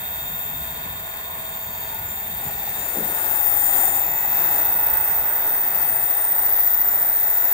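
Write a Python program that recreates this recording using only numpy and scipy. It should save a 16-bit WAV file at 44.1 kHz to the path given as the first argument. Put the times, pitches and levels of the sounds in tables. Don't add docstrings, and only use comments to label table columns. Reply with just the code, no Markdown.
import sys
import numpy as np
from scipy import signal
from scipy.fft import rfft, irfft, next_fast_len
from scipy.io import wavfile
from scipy.ndimage import uniform_filter1d

SR = 44100
rng = np.random.default_rng(int(sys.argv[2]) if len(sys.argv) > 2 else 0)


def digitize_waveform(pressure):
    field = np.atleast_2d(pressure).T
    bounded = np.clip(field, -1, 1)
    quanta = np.round(bounded * 32767).astype(np.int16)
    wavfile.write(sys.argv[1], SR, quanta)


N = 332073
T = np.arange(N) / SR
WHEEL_HZ = 14.148

# time_s, path_m, place
WALK = [(0, 0.033, 0), (1.4, 0.05, 0.02), (1.9, 0.079, 0.015), (2.8, 0.39, 0.52), (3.5, 0.63, 1.4),
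        (4.1, 0.59, 0.58), (4.9, .59, 1.43), (5.5, 0.49, 1.46), (6.5, 0.57, 1.9), (7.53, 0.54, 2)]
# time_s, lag_ms
RIGHT_LAG = [(0, 0.26), (2.2, 0.26), (3.1, 0.24), (4.5, 0.094), (5.3, .06), (6.2, 0.094), (7.53, 0.07)]

# multiple, left_minus_right_db
TONES = [(46, 3), (103, 3), (138, 3), (184, 0)]
# time_s, first_db, second_db, third_db, fourth_db
TONE_LEVELS = [(0, -49.5, -46, -58, -50.5), (1.85, -47.5, -50.5, -66, -51.5), (2.1, -53, -46, -57, -55),
               (2.8, -55, -55, -53, -49.5), (3.2, -62, -39.5, -49, -47), (3.65, -55, -57, -39.5, -44),
               (3.9, -52, -50, -43.5, -48), (4.35, -48, -52, -43, -45), (4.8, -50, -45, -45.5, -46),
               (5.4, -57, -45, -49.5, -52.5), (5.9, -50, -60, -46.5, -47.5), (6.6, -56, -53, -46, -64),
               (7.53, -48.5, -49, -49, -55)]
# multiple, controller_db, beside_db, facing_db
HUM_TONES = [(154, -75, -60, -65), (180, -60, -68, -71), (188, -60, -54, -55), (191, -66, -64, -71),
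             (206, -68, -66, -71), (224, -61.5, -58, -61), (230, -54.5, -57, -62), (234, -68, -66, -70),
             (248, -69, -60, -65), (262, -69, -60, -66), (273, -64, -66, -71), (276, -67, -54, -55),
             (299, -72, -67, -69), (309, -62, -58, -59), (322, -57, -56, -57), (345, -74, -69, -67),
             (356, -73, -66, -64), (368, -70, -64, -64), (391, -72, -65, -65), (401, -71, -60.5, -63),
             (407, -80, -64, -66), (409, -85, -62, -68), (414, -71, -60, -64), (453, -70, -67, -69),
             (460, -57, -50, -58), (465, -70, -66, -70), (529, -57, -52, -59), (552, -63, -57, -63),
             (575, -69, -60, -67), (598, -76, -58, -67), (667, -61, -59, -59)]
# controller_db, beside_db, facing_db
HUM_BOOST = [2.0, 1.5, 0.0]
# pitch_hz, controller_db, near_hub_db
BUZZ = [(1240, -71, -81), (1847, -63.5, -58), (2350, -75.5, -81), (2900, -86, -94), (3260, -91, -98),
        (3480, -74, -74), (4030, -84, -96), (4370, -74, -71), (4820, -95, -106), (4920, -85, -70.5),
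        (5380, -91, -99), (5770, -80, -63.5), (5860, -98, -104)]
# multiple, level_db
THROB_TONES = [(252, -3.5), (258, 0)]
# time_s, level_db, depth_fraction
THROB_LEVELS = [(0, -42.5, 0.3), (1.8, -46, 0.45), (2.8, -46.5, 0.4), (4.3, -46.5, 0.2), (5.3, -49, 0.27),
                (7.53, -51, 0.1)]
# multiple, level_db
LOW_WHINE = [(502, -11), (506, 0), (510, -10), (514, -16)]
HIGH_WHINE = [(607, -17), (619, -20), (621, 0), (623, -20), (635, -17)]
# centre_multiple, spread_multiples, side_db, facing_db
WHISTLE_CLUSTERS = [(964, 2, -26, -33), (983, 2, -30, -30), (989, .4, -21, -21), (1014.5, 2, -15, -24),
                    (1022, .4, -16, -19), (1024.5, .6, -1, -2), (1028, .4, -10, -15), (1033, 2, -16, -19),
                    (1035, .4, 0, 0), (1037.3, 1.2, -8, -9), (1042.4, .8, -3, -1), (1045, 1.2, -8, -8),
                    (1048, .4, -10, -14), (1055, 1.8, -14, -23), (1060, .8, -22, -32), (1065, .4, -25, -38),
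                    (1081, .4, -22, -27), (1089, .4, -22, -25), (1099, 2.5, -26, -29), (1108, 3, -28, -33)]
# time_s, left_db, right_db
LOW_WHINE_LEVELS = [(0.0, -41.5, -51), (1.56, -50.5, -46.5), (1.76, -44, -50), (1.96, -53, -58),
                    (2.08, -40, -46), (2.56, -48, -55), (2.88, -38.5, -50), (3.44, -35.5, -58),
                    (3.56, -43, -51), (3.84, -27, -41), (4.44, -46, -44), (5.28, -73, -52),
                    (5.72, -52, -57), (6.2, -42, -47), (6.32, -46, -44.5), (7.53, -44, -41.5)]
HIGH_WHINE_LEVELS = [(0.0, -44, -57), (1.28, -50, -64), (1.48, -40, -54.5), (1.64, -48.5, -60),
                     (2.96, -37, -60), (3.64, -25.5, -54), (4.0, -31, -36), (4.12, -70, -46),
                     (4.56, -34, -44), (5.44, -35.5, -42), (5.8, -32.5, -62), (6.24, -28, -49),
                     (6.44, -30, -50.0), (6.56, -37, -51), (7.53, -33, -54)]
WHISTLE_LEVELS = [(0.0, -30, -29), (0.4, -27, -29), (1.04, -33.5, -33), (1.6, -31, -31), (2.76, -26, -28.5),
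                  (2.92, -22.5, -33), (3.16, -21, -28), (3.48, -14.5, -25.5), (3.85, -15, -22),
                  (4.1, -20, -24), (4.45, -16, -21), (4.95, -19, -17.5), (5.27, -20.5, -19),
                  (5.85, -17.5, -21), (6.05, -17.5, -22), (6.3, -18.5, -19), (6.62, -14.5, -18),
                  (7.0, -17, -19), (7.53, -15.5, -19.5)]
# time_s, depth_fraction
WHISTLE_FLUTTER = [(0, 0.083), (1.5, .02), (4.35, 0.063), (4.65, 0.48), (4.95, 0.38), (5.2, .05),
                   (7.53, .03)]

# pitch_hz, relative_db
WASH_COLOUR = [(100, -17), (220, 3.5), (380, 9), (520, -9), (750, -32)]
RUSH_FAR_COLOUR = [(100, -102), (330, -79.5), (450, -72.5), (550, -75.5), (700, -67.5), (850, -66.5),
                   (1050, -71.5), (1270, -77.5), (1530, -78.5), (1750, -69.5), (2050, -73.5), (2400, -74),
                   (3050, -86), (3400, -81.5), (3700, -80), (4100, -94), (4400, -83.5), (4750, -105),
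                   (5100, -93.5), (6300, -102), (9000, -115)]
RUSH_NEAR_COLOUR = [(100, -93), (330, -71.5), (520, -68), (680, -62.5), (850, -62), (1080, -69),
                    (1250, -67.5), (1850, -66), (2400, -75), (3050, -81.5), (3400, -83.5), (3700, -78),
                    (4050, -89), (4400, -81), (4700, -92), (5050, -78), (5400, -88), (6300, -101),
                    (9000, -115)]
HISS_COLOUR = [(4500, -120), (6200, -83.5), (6800, -76), (7300, -72), (8200, -78), (8800, -66), (9400, -67),
               (10100, -87), (11500, -83), (12800, -77), (13700, -65), (14600, -51), (15200, -68),
               (15600, -64.5)]
RUMBLE_COLOUR = [(10, -102), (30, -78), (40, -70), (55, -69), (85, -65.5), (125, -72.5), (170, -69),
                 (250, -77.5), (400, -97), (900, -115)]
PUFF_COLOUR = [(10, -22), (30, -2), (55, -2), (100, -9), (200, -29), (500, -60)]
# controller_db, beside_db, facing_db
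WASH_LEVELS = (-63.5, -47, -61)
RUSH_LEVELS = (-39.5, -33, -36)
HISS_LEVELS = (-36.5, -29, -36)
RUMBLE_LEVELS = (-44, -46.5, -52)
# time_s, pitch_hz, whoosh_db, whirr_db
SWIRL_NOTE = [(0, 950, -47, -62), (1.0, 1020, -44, -57), (1.5, 1052, -44.5, -54), (1.95, 900, -44.5, -42.5),
              (2.25, 835, -52, -56), (2.5, 810, -44.5, -42), (2.9, 810, -48, -54), (3.1, 880, -42.5, -51),
              (3.3, 861, -41, -35), (3.45, 847, -41, -41.5), (3.6, 823, -46, -35.5), (3.9, 781, -36.5, -40),
              (4.1, 832, -36, -43), (4.45, 827, -40, -41), (4.75, 854, -35.5, -39.5),
              (5.05, 852, -40, -41.5), (5.5, 834, -39.5, -48.5), (7.53, 840, -44, -51)]
# pitch_hz, likeness_fraction
LIKENESS = [(25, .6), (60, .9), (125, .94), (250, .9), (500, .84), (900, .78), (1300, .65), (1750, .55),
            (2300, .2), (15000, 0)]
# pitch_hz, left_minus_right_db
BALANCE = [(25, 5), (60, -2.5), (125, 0), (500, 1), (1000, 2), (2000, 4.5), (4000, -8.5), (8000, 23.5),
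           (11000, -16.5), (15000, 9.5)]
# start_s, level_db, pitch_hz, width_octaves, decay_s
KNOCKS = [(1.99, -35, 85, 0.53, 0.068), (2.453, -31, 125, .5, 0.017), (2.857, -33, 720, 0.36, 0.006),
          (2.945, -30.5, 380, 0.57, 0.044), (2.964, -24.5, 250, 0.74, 0.065),
          (2.972, -34, 555, 0.16, 0.041), (3.001, -35, 182, 0.33, 0.042), (3.005, -32.5, 496, 0.18, 0.037),
          (3.025, -30, 597, .4, 0.034), (3.045, -40, 140, .6, .04), (3.088, -36, 310, 0.47, 0.034)]
# peak_s, length_s, level_db
PUFFS = [(4.94, 0.25, -39), (5.206, 0.14, -42)]


def gain_of(db):
    return 10 ** (np.asarray(db) / 20)


def evened(x):
    return x / np.sqrt(np.mean(x ** 2) + 1e-20)


def follow(rows):
    times, *columns = np.transpose(rows)
    return np.array([np.interp(T, times, column) for column in columns])


def at_place(place, values):
    return np.interp(place, np.arange(len(values)), values)


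def at_pitch(points, hz):
    pitches, values = np.transpose(points)
    return np.interp(np.log(hz + 1), np.log(pitches + 1), values)


def drift(rate_hz, count=12):
    t = T[::256]
    rates = np.geomspace(rate_hz / 10, rate_hz, count)
    waves = sum(np.sin(2 * np.pi * (hz * t + rng.random())) / np.sqrt(hz) for hz in rates)
    return np.interp(T, t, evened(waves))


def waver(depth_db):
    return gain_of(depth_db * np.array([drift(rate_hz=10), drift(rate_hz=11)]))


def noise(colour):
    size = next_fast_len(N)
    hz = np.fft.rfftfreq(size, 1 / SR)
    left, other = rfft(rng.standard_normal((2, size)))
    likeness = at_pitch(LIKENESS, hz)
    right = likeness * left + np.sqrt(1 - likeness ** 2) * other
    lean = gain_of(at_pitch(BALANCE, hz) / 2)
    spectrum = np.array([left * lean, right / lean]) * gain_of(at_pitch(colour, hz))
    return evened(irfft(spectrum, size)[:, :N])


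def one_turn(multiples, db, size=65536):
    tones = np.zeros(size, complex)
    phases = np.exp(2j * np.pi * rng.random(size))
    tones[np.round(multiples).astype(int)] = gain_of(db)
    return np.fft.ifft(tones * phases) * size * np.sqrt(2)


def radiate(wave, clock, walked, echo_db, lag_s=0, right_factor=1j, echo_count=3):
    sound_m_per_s = 343
    echo_gain = gain_of(echo_db) / np.sqrt(echo_count)
    sides = (wave.real, (wave * right_factor).real)
    out = np.zeros((2, N))
    for channel, direct_s, heard in zip(out, (0, lag_s), sides):
        echoes = [(echo_gain, rng.uniform(.002, .03), rng.uniform(-1, 1)) for _ in range(echo_count)]
        for gain, delay_s, direction in [(0.86, direct_s, 0.98)] + echoes:
            sent_s = clock - delay_s + direction / sound_m_per_s * walked
            index = (WHEEL_HZ * len(wave) * sent_s).astype(int) % len(wave)
            channel += gain * heard[index]
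    return out / np.sqrt(1 + gain_of(echo_db) ** 2)


def beamed(x, level_db, window=9000):
    power = uniform_filter1d(x ** 2, window, axis=1)
    power = uniform_filter1d(power, window, axis=1)
    return x / np.sqrt(power + 0.03 * power.mean()) * gain_of(level_db)


def from_wheel(x, lag_s):
    return np.array([x[0], np.interp(T - lag_s, T, x[1])])


def leading_tones(clock, walked, lag_s):
    out = np.zeros((2, N))
    for (multiple, lean_db), level_db in zip(TONES, follow(TONE_LEVELS)):
        wave = one_turn([multiple], 0)
        tone = radiate(wave, clock, walked, echo_db=-9, lag_s=lag_s, right_factor=0.83)
        sides_db = level_db + np.array([[lean_db], [-lean_db]]) / 2
        out += beamed(tone, sides_db) * waver(depth_db=0.87)
    return out


def magnet_hum(clock, walked, place, neighbour_db=-22):
    multiples, *mixes = np.transpose(HUM_TONES)
    neighbours = multiples[:, None] + np.array([-4, -2, -1, 1, 2, 4])
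    buzz_multiples = np.arange(85, 440)
    buzz_hz, far_db, near_db = np.transpose(BUZZ)
    out = np.zeros((2, N))
    for spot, (db, buzz_db) in enumerate(zip(mixes, (far_db, near_db, near_db))):
        buzz = one_turn(buzz_multiples, np.interp(buzz_multiples * WHEEL_HZ, buzz_hz, buzz_db))
        wave = buzz + one_turn(multiples, db) + one_turn(neighbours, db[:, None] + neighbour_db)
        share = np.clip(1 - abs(place - spot), 0, 1) ** (2 / 3)
        out += share * gain_of(HUM_BOOST[spot]) * radiate(wave, clock, walked, echo_db=-10)
    return out * gain_of([[.7], [-.7]]) * waver(depth_db=1.5)


def throbbing(clock, walked, sway_radians=0.94):
    wave = one_turn(*np.transpose(THROB_TONES))
    angle = 2 * np.pi * np.arange(len(wave)) / len(wave)
    swaying = wave * np.exp(1j * sway_radians * np.sin(angle))
    level_db, depth = follow(THROB_LEVELS)
    swell = 1 + depth * np.cos(2 * np.pi * (WHEEL_HZ * clock + .1))
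    tones = radiate(swaying, clock, walked, echo_db=-8)
    return beamed(tones * swell, level_db) * waver(depth_db=1.5)


def whine(tones, levels, clock, walked, skirt_db, skirt_hz, echo_db, waver_db):
    multiples, db = np.transpose(tones)
    centre = multiples[np.argmax(db)]
    steps = np.arange(-70, 71)
    falloff_db = 10 * np.log10(1 + (steps * WHEEL_HZ / skirt_hz) ** 4)
    wave = one_turn(multiples, db) + one_turn(centre + steps, skirt_db - falloff_db)
    return beamed(radiate(wave, clock, walked, echo_db), follow(levels)) * waver(waver_db)


def shell_whistle(clock, walked, place, centre_hz=14640, skirt_hz=600, throb=0.066):
    multiples = np.arange(930, 1112)
    centres, spreads, side_db, facing_db = np.transpose(WHISTLE_CLUSTERS)
    clusters = np.exp(-((multiples[:, None] - centres) / spreads) ** 2)
    skirt = 1 / (1 + ((multiples * WHEEL_HZ - centre_hz) / skirt_hz) ** 4)
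    purity = np.clip((place - 1.34) / .3, 0, 1)
    shrill = np.zeros((2, N))
    for db, skirt_db, share in ((side_db, -32, 1 - purity), (facing_db, -37, purity)):
        power = clusters @ gain_of(db) ** 2 + skirt * gain_of(skirt_db) ** 2
        wave = one_turn(multiples, 10 * np.log10(power))
        shrill += np.sqrt(share) * radiate(wave, clock, walked, echo_db=-6)
    angle = 2 * np.pi * WHEEL_HZ * (clock - 4.623)
    flutter = np.cos(2 * angle) - np.sin(4 * angle) / 2
    pulse = (1 + throb * np.cos(angle)) * (1 + follow(WHISTLE_FLUTTER) * flutter)
    return beamed(shrill * pulse, follow(WHISTLE_LEVELS))


def air_wash(place):
    return noise(WASH_COLOUR) * gain_of(at_place(place, WASH_LEVELS))


def resonate(x, hz, width_hz):
    turn = np.exp(2j * np.pi * np.cumsum(hz) / SR)
    feedback = np.exp(-np.pi * width_hz / SR)
    return 2 * (turn * signal.lfilter([1 - feedback], [1, -feedback], x / turn)).real


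def spokes(clock, place, throb=0.029, flutter_db=0.75, whoosh_width_hz=210, whirr_width_hz=42):
    near = np.minimum(place, 1) ** 1.96
    rush = np.sqrt(1 - near) * noise(RUSH_FAR_COLOUR) + np.sqrt(near) * noise(RUSH_NEAR_COLOUR)
    rush *= gain_of(at_place(place, RUSH_LEVELS))
    note_hz, whoosh_db, whirr_db = follow(SWIRL_NOTE)
    note = np.zeros((2, N))
    for db, width_hz in ((whoosh_db, whoosh_width_hz), (whirr_db, whirr_width_hz)):
        swirls = rng.standard_normal((2, N)) + 1.47 * rng.standard_normal(N)
        ringing = resonate(resonate(swirls, note_hz, width_hz), note_hz, width_hz)
        note += beamed(ringing, db, window=5000)
    swell = 1 + throb * np.sin(2 * np.pi * WHEEL_HZ * clock)
    flutter = gain_of(flutter_db * drift(rate_hz=16))
    return (rush + note * gain_of([[1.3], [-1.7]])) * swell * flutter


def high_hiss(clock, place, throb=0.32):
    swell = 1 + throb * np.sin(4 * np.pi * WHEEL_HZ * clock)
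    return noise(HISS_COLOUR) * gain_of(at_place(place, HISS_LEVELS)) * swell


def room_rumble(place, swell_db=1.56):
    return noise(RUMBLE_COLOUR) * gain_of(at_place(place, RUMBLE_LEVELS) + swell_db * drift(rate_hz=5))


def bumps_and_footstep(rise_s=0.0037):
    out = np.zeros(N)
    t = T[:SR // 4]
    hz = np.fft.rfftfreq(len(t), 1 / SR)
    for start_s, level_db, pitch_hz, width_octaves, decay_s in KNOCKS:
        colour = np.exp(-.5 * (np.log2((hz + 1) / pitch_hz) / width_octaves) ** 2)
        burst = irfft(colour * rfft(rng.standard_normal(len(t))), len(t))
        bump = burst * (1 - np.exp(-t / rise_s)) * np.exp(-t / decay_s)
        out[round(start_s * SR):][:len(t)] += gain_of(level_db) * bump / abs(bump).max()
    return out * gain_of([[1.5], [0.1]])


def draught(left_db=-18):
    puffs = sum(gain_of(db) * np.exp(-(2 * (T - peak_s) / length_s) ** 2) for peak_s, length_s, db in PUFFS)
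    return noise(PUFF_COLOUR) * puffs * gain_of([[left_db], [0]])


def scene():
    walked, place = follow(WALK)
    walked = uniform_filter1d(walked, size=12000) + 0.0022 * drift(rate_hz=6.3)
    clock = T + 1.2e-5 * drift(rate_hz=1.1)
    lag_s = follow(RIGHT_LAG)[0] / 1000
    low_whine = whine(LOW_WHINE, LOW_WHINE_LEVELS, clock, walked,
                      skirt_db=-22.5, skirt_hz=121, echo_db=6.5, waver_db=3.0)
    high_whine = whine(HIGH_WHINE, HIGH_WHINE_LEVELS, clock, walked,
                       skirt_db=-26.5, skirt_hz=119, echo_db=-13, waver_db=1.5)
    motor = leading_tones(clock, walked, lag_s) + magnet_hum(clock, walked, place)
    motor += throbbing(clock, walked) + low_whine + high_whine + shell_whistle(clock, walked, place)
    air = from_wheel(air_wash(place) + spokes(clock, place), lag_s)
    return motor + air + high_hiss(clock, place) + room_rumble(place) + draught() + bumps_and_footstep()


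def record(dry, cutoff_hz=15740):
    low_pass = signal.firwin(1023, cutoff_hz, window=("kaiser", 9), fs=SR)
    return signal.oaconvolve(dry, low_pass[None], "same")


dry = scene()
out = record(dry)
digitize_waveform(out)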